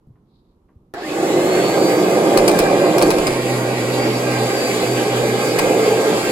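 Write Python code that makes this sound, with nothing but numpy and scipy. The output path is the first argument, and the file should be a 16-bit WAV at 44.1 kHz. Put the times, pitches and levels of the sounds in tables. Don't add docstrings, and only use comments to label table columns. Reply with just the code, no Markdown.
import sys
import numpy as np
from scipy import signal
from scipy.fft import rfft, irfft, next_fast_len
from scipy.io import wavfile
from scipy.ndimage import uniform_filter1d

SR = 44100
rng = np.random.default_rng(int(sys.argv[2]) if len(sys.argv) > 2 else 0)


def to_wav(s):
    ch = np.atleast_2d(s).T
    pcm = np.round(np.clip(ch, -1, 1) * 32767)
    wavfile.write(sys.argv[1], SR, pcm.astype(np.int16))


N = 278271
TIME = np.arange(N) / SR
FREQ = np.maximum(np.arange(N // 2 + 1) * SR / N, 1)

SWITCH_ON_S, SPIN_UP_S = 0.938, .226
BLADES, MAINS_HZ = 11, 60

# (centre [Hz], width [Hz], lift [dB])
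HOUSING_MODES = [(175.4, 11.6, 0), (253, 37, -3), (300, 17, 1.5), (337.7, 10.3, -7.5), (470, 22, -3),
                 (499, 15, 5.5), (527, 9.5, 2), (570, 28, 6), (614, 25, -3.5), (679, 35, 3), (749, 27, -6),
                 (786, 39, 6.5), (942, 26, 7.5), (1081, 51, 8.5), (1201, 45, 7.5), (1585, 49, 7.5),
                 (2100, 210, 4), (2510, 90, 4.5)]
# (time [s], relative peak [dB], body below the treble [dB], crack decay [s],
# rebound delay [s], rebound [dB], floor shudder [dB], ring pitch [Hz], ring [dB], ring decay [s])
PEDAL_CLACKS = [(2.374, -2, 3, 0.0038, .012, -10, -34, 4400, -17, 0.013),
                (2.4786, -.5, -1.5, 0.0039, 0.014, -11, -47, 8200, -24, 0.018),
                (2.589, -3.5, -1, 0.0052, 0.013, -9, -37, 5390, -19, 0.016),
                (2.982, -5.5, -0.5, .0035, .011, -7, -45, 5160, -12, 0.017),
                (3.015, -11.5, 7.5, .0026, .004, -12, -55, 8200, -18, .008),
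                (3.023, -8, -2, 0.0045, .008, -6, -38, 4510, -9, .03),
                (3.1043, -7, 4.5, 0.0033, 0.011, -7, -44, 4850, -26, 0.011),
                (3.183, -15.5, 5, .003, .006, -12, -41, 3530, -12, .01),
                (3.269, -7, 3, .003, .008, -8, -39, 4950, -4.5, 0.011),
                (5.586, -10.5, -2, .0048, .004, -8, -50, 7500, -20, .02),
                (5.589, -8.5, -1, .0026, .0032, -5, -45, 4940, -21, .012)]


def undb(db):
    return 10 ** (np.asarray(db) / 20)


def unit(x):
    return x / np.sqrt(np.mean(x ** 2))


def curves(table):
    seconds, *columns = np.transpose(table)
    return [np.interp(TIME, seconds, column) for column in columns]


def colour(x, points, modes=()):
    hz, db = np.transpose(points)
    db = np.interp(np.log(FREQ), np.log(hz), db)
    for centre, width, lift in modes:
        db = db + lift / (1 + (2 * (FREQ - centre) / width) ** 2)
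    cepstrum = irfft(np.log(undb(db)), N)
    response = np.exp(rfft(2 * cepstrum * (np.arange(N) < N // 2)))
    return irfft(rfft(x) * response, N)


def walk(rate):
    hold = int(SR / rate)
    steps = np.repeat(rng.standard_normal(N // hold + 1), hold)
    smooth = uniform_filter1d(uniform_filter1d(steps, hold), hold)
    return unit(smooth[:N])


def noise():
    return rng.standard_normal((2, N))


def fade(start, decay_s):
    return (TIME >= start) * np.exp(-np.abs(TIME - start) / decay_s)


def ports(pair, alike_hz, pan_db, direct_share=0.042, lag_s=0.00013):
    a, b = rfft(pair)
    share = np.clip(direct_share, 0, .9)
    alike = share + (1 - share) / (1 + (FREQ / alike_hz) ** 4)
    mid, side = a * np.sqrt(1 + alike), b * np.sqrt(1.01 - alike)
    lag = np.exp(-2j * np.pi * FREQ * lag_s)
    left = (mid + side) * lag * undb(pan_db / 2)
    right = (mid - side) * undb(-pan_db / 2)
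    return unit(irfft(np.array([left, right]), N))


def ring(x, hz, width_hz):
    spin = np.exp(2j * np.pi * np.cumsum(hz) / SR)
    smooth = signal.lfilter([1], [1, -np.exp(-np.pi * width_hz / SR)], x / spin)
    return unit(np.real(smooth * spin))


def reflections(pair, lean, echo_db=-12, count=6):
    out = pair
    for delay_s, shift_s in rng.uniform([.002, -.0005], [.016, .0005], (count, 2)):
        path = TIME - delay_s - shift_s * lean - .0002 * walk(1.2)
        echo = np.array([np.interp(path, TIME, x) for x in pair])
        out = out + undb(echo_db) * echo
    return unit(out)


def flutter(pair, depth_db, rate, count=14):
    size = next_fast_len(N)
    spectrum, out = rfft(pair, size), 0
    hz = np.linspace(1, SR / 2, spectrum.shape[1])
    place = np.interp(np.log(hz), np.log([700, 12000]), [0, count - 1])
    for k in range(count):
        band = irfft(spectrum * np.maximum(1 - np.abs(place - k), 0), size)[:, :N]
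        out = out + band * undb(depth_db * walk(rate))
    return unit(out)


def quiet_room():
    # (frequency [Hz], relative level [dB])
    room_spectrum = [(15, -34), (25, 3), (349, -3.5), (615, -18), (1090, -18.5), (1640, -35), (4160, -40),
                     (4990, -42), (9270, -46), (12000, -40), (15600, -65), (22000, -120)]
    return ports(colour(noise(), room_spectrum), alike_hz=694, pan_db=-2) * undb(-56.5)


def handling(rustle_db=-65):
    # (time [s], level [dB], pitch [Hz], decay [s])
    bumps = [(0.068, -39.5, 120, 0.034), (0.155, -63, 900, 0.025), (0.18, -62, 160, .03),
             (0.685, -61, 1000, 0.024), (0.70, -54, 220, 0.022), (0.752, -40.5, 94, 0.02),
             (0.796, -51, 200, .04)]
    # (frequency [Hz], relative level [dB])
    fabric_spectrum = [(1500, -35), (3000, -16), (3850, 0), (4900, -8), (5800, -26), (12000, -40)]
    out = 0
    for s, db, hz, decay_s in bumps:
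        push = fade(s, decay_s)
        thud_spectrum = [(hz / 4, -20), (hz, 0), (hz * 2, -14), (hz * 12, -70)]
        thud = colour(rng.standard_normal(N) * push, thud_spectrum)
        out = out + unit(thud) * np.sqrt(np.mean(push ** 2)) * undb(db)
    swish = curves([(.25, 0), (.36, 0.52), (.43, 0.29), (.6, 0)])[0]
    swish = swish * undb(2.1 * walk(118))
    return out + unit(colour(noise(), fabric_spectrum)) * swish * undb(rustle_db)


def starting_growl(turns, growl_db=-29.0, decay_s=0.078):
    # (centre [Hz], width [Hz], peak before a 2.5 dB lift [dB])
    motor_modes = [(712, 12, -28), (1094, 37, -38), (1800, 22, -30.5), (2050, 17, -34)]
    mains = np.abs(np.sin(2 * np.pi * MAINS_HZ * TIME))
    buzz = colour(noise() * mains, [(100, -18), (230, -16), (340, 6), (500, -0.5), (650, -4), (1200, -9),
                                    (1750, -3), (3000, -37), (14000, -50)])
    growl = ports(buzz, alike_hz=1024, pan_db=-1) * undb(growl_db) * fade(SWITCH_ON_S, decay_s)
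    snap = colour(noise(), [(150, -19), (500, 3), (1700, -6), (3000, -12), (14000, -19)])
    click = unit(snap) * undb(-34) * fade(SWITCH_ON_S, 0.01)
    sweep = np.sin(4 * np.pi * BLADES * turns + 1.3 * walk(300)) * fade(SWITCH_ON_S, .15)
    groan = 0
    for hz, width_hz, db in motor_modes:
        mode = ring(sweep, np.full(N, hz), width_hz)
        groan = groan + mode / np.abs(mode).max() * undb(db + 2.5)
    return growl + groan + click


def airflow(turns, flow_db, hiss_db, lean, chop=0.13, duct_db=-19):
    # (frequency [Hz], relative level [dB])
    rush_spectrum = [(25, -26.5), (70, -18), (100, -18), (170, 2.5), (400, 2), (800, -4.5), (1050, -12),
                     (1350, -11), (2300, -9.5), (3200, -14), (4700, -15.5), (6000, -22.5), (15000, -73)]
    hiss_spectrum = [(3000, -17), (6200, -0.5), (7100, 3.5), (9500, -1.5), (11500, -2), (13000, -11),
                     (14000, -0.5), (14700, -25), (16000, -13.5)]
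    rush = noise() * (1 + chop * np.cos(2 * np.pi * turns)) * undb(.5 * walk(14))
    rush = ports(colour(rush, rush_spectrum, HOUSING_MODES), alike_hz=1090, pan_db=-1.5, direct_share=0.11)
    duct_hz = 2300 + 400 * lean
    duct = ring(noise(), duct_hz, width_hz=670) * lean * undb(duct_db)
    rush = flutter(reflections(rush + duct, lean), depth_db=2.0, rate=26)
    hiss = colour(noise() * undb(1.0 * walk(26.98)), hiss_spectrum)
    hiss = ports(hiss, alike_hz=900, pan_db=0.0, direct_share=1.0, lag_s=0.000263)
    hiss = reflections(hiss, lean, echo_db=-9, count=3)
    return rush * undb(flow_db) + hiss * undb(hiss_db)


def brush_beating(roll, contact_db, stall, scrub=1.84, dull_db=15):
    # (frequency [Hz], relative level [dB])
    carpet_spectrum = [(50, -59.5), (105, -20), (170, -6.5), (205, -7), (250, -11.5), (315, -1),
                       (380, -2.5), (450, -2.5), (520, -3.5), (620, -6.5), (760, -7.5), (950, -21),
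                       (1400, -24), (2500, -57), (8000, -61)]
    # (time [s], extra force [dB])
    snags = [(1.117, 1.5), (1.187, 3), (1.233, 3.5), (1.302, 4.5), (1.340, 0.5), (1.370, 4), (1.394, 4),
             (1.78, 7.5), (2.755, 1.5), (2.842, 2.5), (2.962, 3)]
    # (time [s], pitch [Hz], level against the body at full speed [dB])
    air_pocket = [(1.1, 322, -10.5), (1.4, 352, -5.5), (2.9, 363, -9.5), (3.2, 308, -8), (3.9, 374, -19),
                  (4.5, 403, -11.5), (5.3, 430, -2.5), (5.65, 440, -13), (5.95, 438, 2), (6.3, 430, -6.5)]
    scatter_db, slap_turns, snag_s = 2.4, .15, 0.0064
    pocket_slow_db = 16
    strokes = 2 * roll + 0.22 * walk(60)
    stroke_number = np.abs(strokes).astype(int)
    force = undb(scatter_db * rng.standard_normal(N // 100))[stroke_number]
    slap = force * np.exp(-(strokes % 1) / (2 * slap_turns))
    slaps = noise() * (scrub + slap) * undb(.5 * walk(16))
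    snag_db = sum(db * np.exp(-((TIME - s) / snag_s) ** 2) for s, db in snags)
    slaps = slaps * undb(snag_db)
    body = ports(colour(slaps, carpet_spectrum, HOUSING_MODES), alike_hz=1100, pan_db=-3.0)
    pocket_hz, pocket_db = curves(air_pocket)
    pocket = ring(body.mean(axis=0), pocket_hz, width_hz=30.5)
    pocket = pocket * undb(pocket_db + pocket_slow_db * np.sqrt(stall))
    return unit(body * undb(-dull_db * stall) + pocket) * undb(contact_db)


def hum_level():
    # (time [s], length [s], hum before a 1.5 dB cut [dB])
    lifts = [(3.25, 1.21, -24.5), (4.66, .06, -31), (4.85, 0.074, -23), (5.083, 0.22, -26),
             (5.414, .05, -32), (5.868, 0.054, -32)]
    attack_s, release_s = 0.035, 0.099
    gain = undb(-35)
    for s, length_s, db in lifts:
        attack = 1 - np.exp(-np.maximum(TIME - s, 0) / attack_s)
        release = np.exp(-np.maximum(TIME - s - length_s, 0) / release_s)
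        gain = gain + undb(db) * attack * release
    return 20 * np.log10(gain)


def roll_hum(roll, hum_db, run_up):
    # (multiple of its turn, level before a 3 dB lift [dB])
    roll_overtones = [(3, -46), (5, -37.5), (6, -32), (7, -35), (8, -38.5), (15, -50), (17, -47)]
    hum = np.sin(4 * np.pi * roll + 0.82 * walk(12)) * undb(hum_db - 1.5 + 1.6 * walk(20))
    hum = hum + np.sin(8 * np.pi * roll + .3 * walk(10)) * undb(hum_db - 6 + 0.85 * walk(8))
    for order, db in roll_overtones:
        overtone = np.sin(2 * np.pi * order * roll + 0.24 * walk(12))
        hum = hum + overtone * undb(db + 3.0 + 2.9 * walk(8.2))
    left_right_db = np.array([[-.8], [.8]])
    return hum * run_up ** 8 * undb(left_right_db)


def tone_level(rest_db, order):
    # (time of the peak [s], half length [s], multiple of the blade rate, level [dB])
    swells = [(1.38, 0.052, 1, -39), (1.9, .08, 2, -43), (1.91, 0.23, 6, -45), (2.63, 0.12, 1, -34.5),
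              (4.04, .08, 2, -41), (4.62, .1, 2, -33), (4.964, 0.094, 2, -40.5), (5.46, 0.073, 2, -38),
              (5.3, 0.39, 1, -49)]
    gain = undb(rest_db)
    for s, half_s, multiple, db in swells:
        if round(multiple) == order:
            gain = gain + undb(db) * np.exp(-((TIME - s) / half_s) ** 2)
    return 20 * np.log10(gain)


def fan_whine(turns, run_up):
    # (multiple of the shaft turn, level before a 0.5 dB cut [dB])
    fan_tones = [(1, -35), (2, -44.5), (12, -50), (33, -49), (39, -47), (47, -71), (51, -43)]
    # (time [s], level [dB])
    octave_rest = [(1.05, -43), (1.2, -46), (1.35, -45), (1.55, -33), (2.2, -44), (2.8, -46), (3.1, -56),
                   (3.45, -43.5), (3.7, -44.5), (4.2, -40), (4.45, -37.5), (4.8, -39.5), (5.4, -40),
                   (6.0, -39.5), (6.3, -39)]
    # (time [s], lower level [dB], upper level [dB])
    side_tones = [(1.3, -48, -64), (1.7, -38, -50), (2.3, -51, -52), (2.75, -51, -43), (3.15, -48, -52),
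                  (3.5, -48, -45), (4.0, -58, -58), (4.62, -48, -39), (4.95, -53, -50), (5.15, -52, -44),
                  (5.5, -59, -51), (6.0, -41, -47)]
    octave_stall_db, whine_waver_db = 11, 2.8
    ripple_db, ripple_hz = 3.5, 135
    throb_depth = 0.55
    blade_db = tone_level(-40, order=1)
    octave_db = tone_level(curves(octave_rest)[0] - octave_stall_db * (1 - run_up), order=2)
    whistle_db = tone_level(-59, order=6)
    octave_hz = 2 * BLADES * SR * np.gradient(turns)
    rising = np.minimum(50 * (1 - run_up), 1)
    octave_db = octave_db + ripple_db * np.sin(2 * np.pi * octave_hz / ripple_hz) * rising
    lower_db, upper_db = curves(side_tones)
    throb = 4 * np.pi * MAINS_HZ * TIME
    judder = .025 * np.sqrt(1 - run_up) * walk(130)
    blades = 2 * np.pi * BLADES * (turns + 0.0084 * walk(7.7) + judder)
    cluster = [(-1, lower_db), (0, octave_db), (1, upper_db), (2, upper_db - 8)]  # (throbs away, dB)
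    out = []
    for pan_db in (2, -1.5):
        mains = 1 + throb_depth * np.cos(throb + 0.32 * walk(6))
        octave = 2 * blades + 0.82 * walk(25)
        whine = 0
        for side, db in cluster:
            whine = whine + np.sin(octave + side * throb) * undb(db + pan_db + whine_waver_db * walk(20))
        blade_tone = np.sin(blades + 0.21 * walk(13)) * undb(blade_db + 0.53 * walk(9.3))
        whistle = np.sin(6 * blades + .5 * walk(25)) * mains * undb(whistle_db + 2 * walk(10))
        whine = whine + blade_tone * run_up + whistle * run_up ** 4
        for order, db in fan_tones:
            tone = np.sin(2 * np.pi * order * turns + 1.13 * walk(22))
            whine = whine + tone * undb(db - 0.5 + 2 * walk(4.38)) * run_up ** 20
        out.append(whine)
    return np.array(out)


def latch_ringing():
    # (pitch [Hz], decay [s], level against the blow [dB])
    latch_modes = [(2310, .009, -19), (2830, 0.014, -23), (4180, 0.011, -22), (4400, .011, -37),
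                   (5850, 0.013, -20.5), (6560, .009, -28), (8400, 0.0078, -20), (10850, .008, -18)]
    scatter_db, detune = 5, .02
    out, t = np.zeros(N), np.arange(SR // 5) / SR
    for s, db, *_, ring_hz, ring_db, ring_s in PEDAL_CLACKS:
        chance = rng.uniform(-0.97, 1, (len(latch_modes), 2))
        modes = [(ring_hz, ring_s, ring_db)]
        for (hz, decay_s, mode_db), (a, b) in zip(latch_modes, chance):
            modes.append((hz * (1 + detune * a), decay_s, mode_db + scatter_db * b))
        start = int(s * SR)
        for hz, decay_s, mode_db in modes:
            tone = np.exp(-t / decay_s) * np.sin(2 * np.pi * hz * t)
            out[start:start + len(t)] += undb(db + mode_db) * tone
    return out


def pedal(tail_s=0.044, tail_db=-14, soft_db=-7.0, clack_db=-6.0, ringing_db=-8, shudder_db=2, body_hz=5500):
    # (frequency [Hz], relative level [dB])
    clack_spectrum = [(200, -12), (900, 14.5), (2000, -3), (3000, -2.5), (4500, 1), (6200, -1.5),
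                      (7700, -2.5), (8500, -8), (12000, -1.5), (13000, -9), (16000, -8)]
    # (centre [Hz], width [Hz], lift [dB])
    plastic_modes = [(2420, 490, 13), (3550, 160, -6), (4950, 1100, 4.5), (8080, 290, 8.5), (8600, 190, 22),
                     (10830, 1100, 7)]
    crack = body = shudder = 0
    rattle, tremble = undb(4.5 * walk(450)), undb(2 * walk(260))
    for s, db, body_db, crack_s, rebound_s, rebound_db, floor_db, *_ in PEDAL_CLACKS:
        first = fade(s, crack_s)
        rebound = undb(rebound_db) * fade(s + rebound_s, crack_s)
        after = rebound + undb(tail_db) * fade(s, tail_s) * rattle
        crack = crack + undb(db) * (first + undb(soft_db) * after)
        body = body + undb(db + body_db) * (first + after)
        shudder = shudder + undb(floor_db) * fade(s, 0.094)
    grit = noise()
    dull = signal.sosfiltfilt(signal.butter(2, body_hz, fs=SR, output="sos"), grit)
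    blows = (grit - dull) * uniform_filter1d(crack, size=60) + dull * uniform_filter1d(body, size=60)
    clack = colour(blows, clack_spectrum, plastic_modes)
    clack = ports(clack, alike_hz=1000, pan_db=0.5, direct_share=0.44, lag_s=0.000257)
    clack = clack * np.sqrt(np.mean(blows ** 2))
    low = colour(noise(), [(8, -10), (25, -6), (42, -8), (75, -8), (160, -22), (600, -69)])
    low = ports(low, alike_hz=300, pan_db=-2.0)
    ringing = np.array([latch_ringing(), latch_ringing()]) * tremble
    return clack * undb(clack_db) + ringing * undb(ringing_db) + low * shudder * undb(shudder_db)


def scene():
    # (time [s], shaft speed [Hz])
    shaft_speed = [(1.2, 221.5), (1.5, 213.6), (1.85, 213.9), (2.5, 214.8), (3.2, 215.1), (3.6, 213.6),
                   (4.6, 211.8), (5.3, 211.7), (5.6, 212.7), (5.9, 212.5), (6.3, 209.2)]
    # (time [s], 0 upright to 1 low)
    handle_lean = [(1.0, 0.49), (2.1, 0.35), (3.3, 0.024), (4.1, 0.13), (4.7, 0.79), (5.1, 0.4), (6.3, 1)]
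    # (time [s], level before a 0.5 dB cut [dB])
    carpet_contact = [(1.055, -26), (1.07, -17.5), (1.3, -15), (2.7, -11), (3.08, -12), (3.33, -19),
                      (3.9, -20.5), (4.65, -20.5), (5.4, -21), (5.7, -13), (5.95, -17), (6.12, -16.5),
                      (6.3, -20.5)]
    belt_ratio = .2918
    run_up = 1 - np.exp(-np.maximum(TIME - SWITCH_ON_S, 0) / SPIN_UP_S)
    turns = np.cumsum(curves(shaft_speed)[0] * run_up) / SR
    roll = belt_ratio * turns
    stall, lean = (1 - run_up) ** 1.87, curves(handle_lean)[0]
    flow_db = -23 + 3.5 * lean - 20.5 * stall
    hiss_db = -36 + 5 * lean - 28 * stall
    contact_db = curves(carpet_contact)[0] - .5 - 25 * stall
    machine = airflow(turns, flow_db, hiss_db, lean) + brush_beating(roll, contact_db, stall)
    machine = machine + roll_hum(roll, hum_level(), run_up) + fan_whine(turns, run_up)
    machine = machine * (TIME >= SWITCH_ON_S)
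    return quiet_room() + handling() + starting_growl(turns) + machine + pedal()


def record(dry):
    rounded = dry / (1 + (dry / .95) ** 8) ** (1 / 8)
    return signal.sosfilt(signal.ellip(8, .2, 70, 16000, fs=SR, output="sos"), rounded)


dry = scene()
out = record(dry)
to_wav(out)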